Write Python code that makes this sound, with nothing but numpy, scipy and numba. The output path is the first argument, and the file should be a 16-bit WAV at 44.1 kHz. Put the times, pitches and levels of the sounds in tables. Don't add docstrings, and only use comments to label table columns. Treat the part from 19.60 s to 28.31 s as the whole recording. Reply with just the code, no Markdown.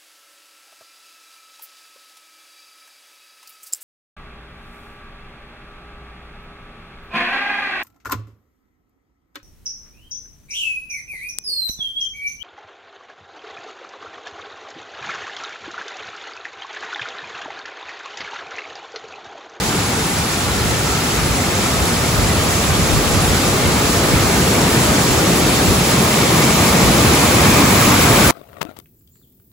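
import sys
import numpy as np
from scipy import signal
from scipy.fft import rfft, irfft
from scipy.io import wavfile
from scipy.ndimage import uniform_filter1d
from numba import njit

SR = 44100
rng = np.random.default_rng(int(sys.argv[2]) if len(sys.argv) > 2 else 0)


def wrap_up_sound(samples):
    columns = np.atleast_2d(samples).T
    tamed = np.clip(columns, -1, 1)
    steps = np.round(tamed * 32767).astype(np.int16)
    wavfile.write(sys.argv[1], SR, steps)


N = 384111
TIME = np.arange(N) / SR
FREQ = np.maximum(np.fft.rfftfreq(N, 1 / SR), 1)

# freq_hz, density_db (per Hz)
RUSH_SPECTRUM = [(200, -26), (400, 0), (580, 1), (850, 0), (1030, -2.5), (1230, -1.45), (1450, -3.5),
                 (2300, -5.5), (3000, -8.5), (4500, -12), (8000, -14.5)]


def plunge_pool(near_db, opening_db_per_db=0.36, rim_hz=150):
    # freq_hz, density_db (per Hz)
    pool_spectrum = [(25, -30), (40, -13.5), (60, -2), (95, -0.4), (170, 0.0), (260, -3), (400, -6.5),
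                     (600, -13), (1200, -29.5)]
    boil = churn(pool_spectrum, surge_db=0.2, surge_rate_hz=9.8, flicker_db=0.46, flicker_rate_hz=14)
    pockets = bubbles(pool_spectrum, rate_hz=400, low_hz=59.5, high_hz=500,
                      cycles=6.6, rise=0.19, scatter_db=1.0)
    pool = stereo_image(boil + undb(-9.0) * pockets)
    return brighten(pool, rim_hz, opening_db_per_db * (near_db - near_db.mean()))


def tumbling():
    # peak_s, change_db, length_s
    surges = [(.8, -2.5, .3), (1.12, 1, 0.23), (3.97, -2, .14), (4.78, 0, .3), (6.1, -0.5, .14),
              (6.23, -2.2, .1), (6.55, -2.5, .17), (7.1, 0.2, 0.18), (7.35, 1, .2), (7.63, -2, 0.1),
              (7.88, 1.3, .12), (8.04, 1.5, 0.089), (8.25, -1.5, 0.29), (8.532, 1, 0.07)]
    return sum(db * swell(s, length_s) for s, db, length_s in surges)


def white_water(near_db, opening_db_per_db=0.047, ledge_hz=900):
    foam = churn(RUSH_SPECTRUM, surge_db=0.03, surge_rate_hz=12, flicker_db=0.4, flicker_rate_hz=18)
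    gurgle = bubbles(RUSH_SPECTRUM, rate_hz=1300, low_hz=451.0, high_hz=4512,
                     cycles=94, rise=0.036, scatter_db=2.5)
    water = stereo_image(foam + undb(-7.5) * gurgle + undb(-8.0) * splashes())
    return unit(brighten(water, ledge_hz, opening_db_per_db * (near_db - near_db.mean())))


def splashes(rate_hz=200, length_s=.035, low_hz=1000, high_hz=7000, spread_octaves=0.074,
             cycles=36, scatter_db=1.3, count=22):
    lumps = int(rate_hz * N / SR)
    when, pitch = rng.random((lumps, 2)).T[:, :, None]
    delay, detune, way = rng.random((lumps, 3, count)).transpose(1, 0, 2)
    hz = low_hz * (high_hz / low_hz) ** pitch
    hz = hz * 2 ** (spread_octaves * (2 * detune - 1))
    strength = hz * undb(scatter_db * rng.standard_normal((lumps, 1)))
    start = when + delay ** 2 * length_s * SR / N
    angle = 2 * np.pi * way
    rings = ring(start.ravel(), hz.ravel(), strength.ravel(), angle.ravel(), float(cycles), 0.)
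    return unit(colour(rings, RUSH_SPECTRUM))


def spray(near_db, opening_db_per_db=0.89, brink_hz=10000, mist_hz=13500):
    # freq_hz, density_db (per Hz)
    spray_spectrum = [(1200, -19), (2500, -5.5), (3500, -.5), (4500, 0), (6000, -.6), (7300, .6),
                      (8000, .6), (9000, 3.4), (9900, -.7), (10700, -5.8), (11600, -6.8), (15600, -6.6)]
    edge_s, edge_length_s, edge_db = 8.7, 1.8, 4
    mist = churn(spray_spectrum, surge_db=-0.12, surge_rate_hz=12, flicker_db=1.2, flicker_rate_hz=28)
    fizz = bubbles(spray_spectrum, rate_hz=4500, low_hz=2500, high_hz=15000,
                   cycles=120, rise=.03, scatter_db=2.8)
    hiss = stereo_image(mist + undb(-5.5) * fizz)
    hiss = brighten(hiss, brink_hz, opening_db_per_db * (near_db - near_db.mean()))
    return brighten(hiss, mist_hz, edge_db * swell(edge_s, edge_length_s))


def buffeting(shared=0.3):
    # freq_hz, density_db (per Hz)
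    eddy_spectrum = [(20, -36), (35, -9), (55, 0.5), (90, 0.5), (140, -6.5), (300, -21.5), (700, -50)]
    # peak_s, level_db, length_s
    gusts = [(0.588, -23.5, 0.034), (.89, -27, .12), (1.07, -23, .2), (1.65, -25, .22), (2.22, -24, 0.1),
             (2.617, -17, 0.089), (2.79, -20.5, .05), (3.11, -17, .06), (3.21, -19, .07),
             (3.349, -12.5, 0.063), (3.57, -19, 0.2), (3.717, -16, 0.045), (3.89, -23, .05),
             (4.06, -19, .07), (4.538, -15, .06), (4.66, -25, .12), (5.33, -26, .1), (5.51, -20, .04),
             (5.73, -29, .07), (5.85, -24, .04), (6.1, -19, .09), (7.27, -24, .13), (7.47, -20, .04),
             (7.89, -25, .05)]
    draught_db, right_minus_left_db = -43, 0.5
    open_s, open_length_s, open_db = 3.4, 4.2, 15.5
    eddies = churn(eddy_spectrum, surge_db=0.5, surge_rate_hz=14, flicker_db=-1.0, flicker_rate_hz=24)
    eddies = unit(eddies + shared * eddies[::-1])
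    power = undb(draught_db + open_db * swell(open_s, open_length_s)) ** 2
    power = power + sum((undb(db) * swell(s, length_s)) ** 2 for s, db, length_s in gusts)
    lean = undb(right_minus_left_db * np.array([[-.5], [.5]]))
    return eddies * np.sqrt(power) * lean


def shifting_bands(water, drift_octaves=0.023, drift_rate_hz=1.68, waver=0.24, waver_rate_hz=4.5, size=2048):
    # start_hz, end_hz, width_octaves, peak_db, peak_s, length_s
    roar_bands = [(580, 650, 0.36, -3.5, .6, 2.6), (274, 260, 0.33, 2.5, .9, 1.8),
                  (390, 350, 0.48, 2.4, 4.7, 3.2), (145, 170, 0.35, 2, 5, 1.9),
                  (150, 210, 0.98, 0.8, 7.2, 1), (1410, 940, 0.16, 2, 1, 6.1),
                  (1330, 1060, 0.23, 2.5, 6.9, 0.81), (1300, 1070, .33, 2.5, 8, 1),
                  (2400, 2200, .22, 3, 7.1, 0.72), (2450, 2240, .28, 2.5, 8.17, 0.89),
                  (1850, 1950, 0.27, -1.2, 7.7, 2.5), (520, 470, 0.95, -1.5, 8.1, 2.7),
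                  (90, 90, 0.74, 2, 8.6, 1), (310, 270, 0.55, 1.3, 8.3, .6), (42, 46, .7, -8, 6.7, .5),
                  (870, 1000, 0.25, 2.5, .2, 1), (342, 330, .4, 1.5, .2, 1),
                  (1130, 1100, .35, -2, 1.2, 0.76), (160, 160, .4, 1.5, 2, 1.8),
                  (1600, 1550, .3, -1.7, 6.9, .9)]
    hz, s, frames = signal.stft(water, SR, nperseg=size)
    bin_hz = np.maximum(hz, 1)[:, None]
    db = 0
    for start_hz, end_hz, width_octaves, peak_db, peak_s, length_s in roar_bands:
        centre_hz = start_hz * (end_hz / start_hz) ** (s / s[-1])
        drift = drift_octaves * np.interp(s, TIME, walk(drift_rate_hz))
        away_octaves = np.log2(bin_hz / centre_hz) + drift
        depth = swell(peak_s, length_s) * (1 + waver * walk(waver_rate_hz))
        shape = .5 ** ((2 * away_octaves / width_octaves) ** 2)
        db = db + peak_db * np.interp(s, TIME, depth) * shape
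    return signal.istft(frames * undb(db), SR, nperseg=size)[1][:, :N]


def nearness(beyond_m, aside_m):
    start_m, pace_m_s = 10.41, 1.116
    ahead_m = start_m - pace_m_s * TIME + beyond_m
    return -20 * np.log10(np.hypot(ahead_m, aside_m))


def stereo_image(streams):
    # freq_hz, likeness (0-1), left_minus_right_db, left_lead_rad
    image_table = [(60, .97, -.3, 0), (200, .97, .6, 0), (370, .92, 1.7, 0), (620, .58, -.3, .1),
                   (900, .6, 0, .5), (1200, .62, .4, .15), (1650, .36, 1.4, 1.4), (2250, .47, 2.1, .3),
                   (2900, .25, .4, -1.5), (4000, .33, -.4, -.5), (5400, .16, -2.5, -.5),
                   (6200, .38, -2.2, -1), (7400, .6, -1.7, .3), (8000, .45, -3, 1.6), (8500, .91, 0, 2.9),
                   (9500, .91, 0, 3.4), (10600, .85, 0, 6), (11700, .85, 0, 6.6), (13000, .85, 0, 9.1),
                   (14100, .85, 0, 9.8), (15200, .85, 0, 12.4)]
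    likeness, lean_db, lead_rad = in_frequency(image_table)
    likeness = np.clip(likeness, 0, .99)
    mid, side = rfft(streams) * np.sqrt([1 + likeness, 1 - likeness])
    left = (mid + side) * undb(lean_db / 2) * np.exp(1j * lead_rad)
    right = (mid - side) * undb(-lean_db / 2)
    return unit(irfft(np.array([left, right]), N))


def churn(table, surge_db, surge_rate_hz, flicker_db, flicker_rate_hz, count=7):
    noise = rfft(rng.standard_normal((2, N)))
    place = np.interp(np.log(FREQ), np.log([table[0][0], table[-1][0]]), [0, count - 1])
    out = 0
    for k in range(count):
        band = irfft(noise * np.maximum(1 - abs(place - k), 0), N)
        out = out + band * undb(flicker_db * walk(flicker_rate_hz))
    return unit(colour(out * undb(surge_db * walk(surge_rate_hz)), table))


def bubbles(table, rate_hz, low_hz, high_hz, cycles, rise, scatter_db):
    when, pitch, luck, way = rng.random((int(rate_hz * N / SR), 4)).T
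    hz = low_hz * (high_hz / low_hz) ** pitch
    strength = hz * undb(-scatter_db * np.log(np.maximum(luck, np.exp(-5))))
    rings = ring(when, hz, strength, 2 * np.pi * way, float(cycles), float(rise))
    return unit(colour(rings, table))


@njit
def ring(when, hz, strength, angle, cycles, rise):
    out = np.zeros((2, N))
    for k in range(len(when)):
        start = int(when[k] * N)
        life = int(cycles * SR / hz[k]) + 2
        step = 2 * np.pi * hz[k] / SR
        z = strength[k] + 0j
        turn = np.exp(1j * step - np.log(100) / life)
        glide = np.exp(1j * step * rise / life)
        first, second = np.cos(angle[k]), np.sin(angle[k])
        for i in range(start, min(start + life, N)):
            z, turn = z * turn, turn * glide
            out[0, i] += first * z.imag
            out[1, i] += second * z.imag
    return out


def brighten(x, corner_hz, db):
    upper = irfft(rfft(x) * (1 - 1 / (1 + (FREQ / corner_hz) ** 6)), N)
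    return x + upper * (undb(db) - 1)


def colour(x, table):
    skirts = np.minimum(FREQ / table[0][0], 1) * np.minimum(table[-1][0] / FREQ, 1)
    return irfft(rfft(x) * undb(in_frequency(table)[0]) * skirts ** 2, N)


def in_frequency(table):
    hz, *columns = np.transpose(table)
    return [np.interp(np.log(FREQ), np.log(hz), c) for c in columns]


def walk(rate_hz):
    hold = max(int(SR / rate_hz), 1)
    steps = np.repeat(rng.standard_normal(N // hold + 2), hold)
    return unit(uniform_filter1d(steps, hold)[:N])


def swell(peak_s, length_s):
    return .5 ** ((2 * (TIME - peak_s) / length_s) ** 2)


def undb(db):
    return 10 ** (np.asarray(db) / 20)


def unit(x):
    return x / np.sqrt(np.mean(x ** 2))


def scene():
    lip_s, lip_length_s, lip_db = 6.14, 1, -1
    pool_db = -0.49 + nearness(beyond_m=0.22, aside_m=5.06)
    rush_db = 1.07 + nearness(beyond_m=3.94, aside_m=3.44) + lip_db * swell(lip_s, lip_length_s)
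    spray_db = 0.8 + nearness(beyond_m=5.34, aside_m=8)
    pool = plunge_pool(pool_db) * undb(pool_db + tumbling())
    rush = white_water(rush_db) * undb(rush_db)
    hiss = spray(spray_db) * undb(spray_db)
    return shifting_bands(pool + rush + hiss) + buffeting()


def record(dry):
    top_hz = 15680
    low_pass = signal.ellip(10, .1, 70, top_hz, fs=SR, output="sos")
    return signal.sosfilt(low_pass, np.clip(dry, -1, 1))


dry = scene()
out = record(dry)
wrap_up_sound(out)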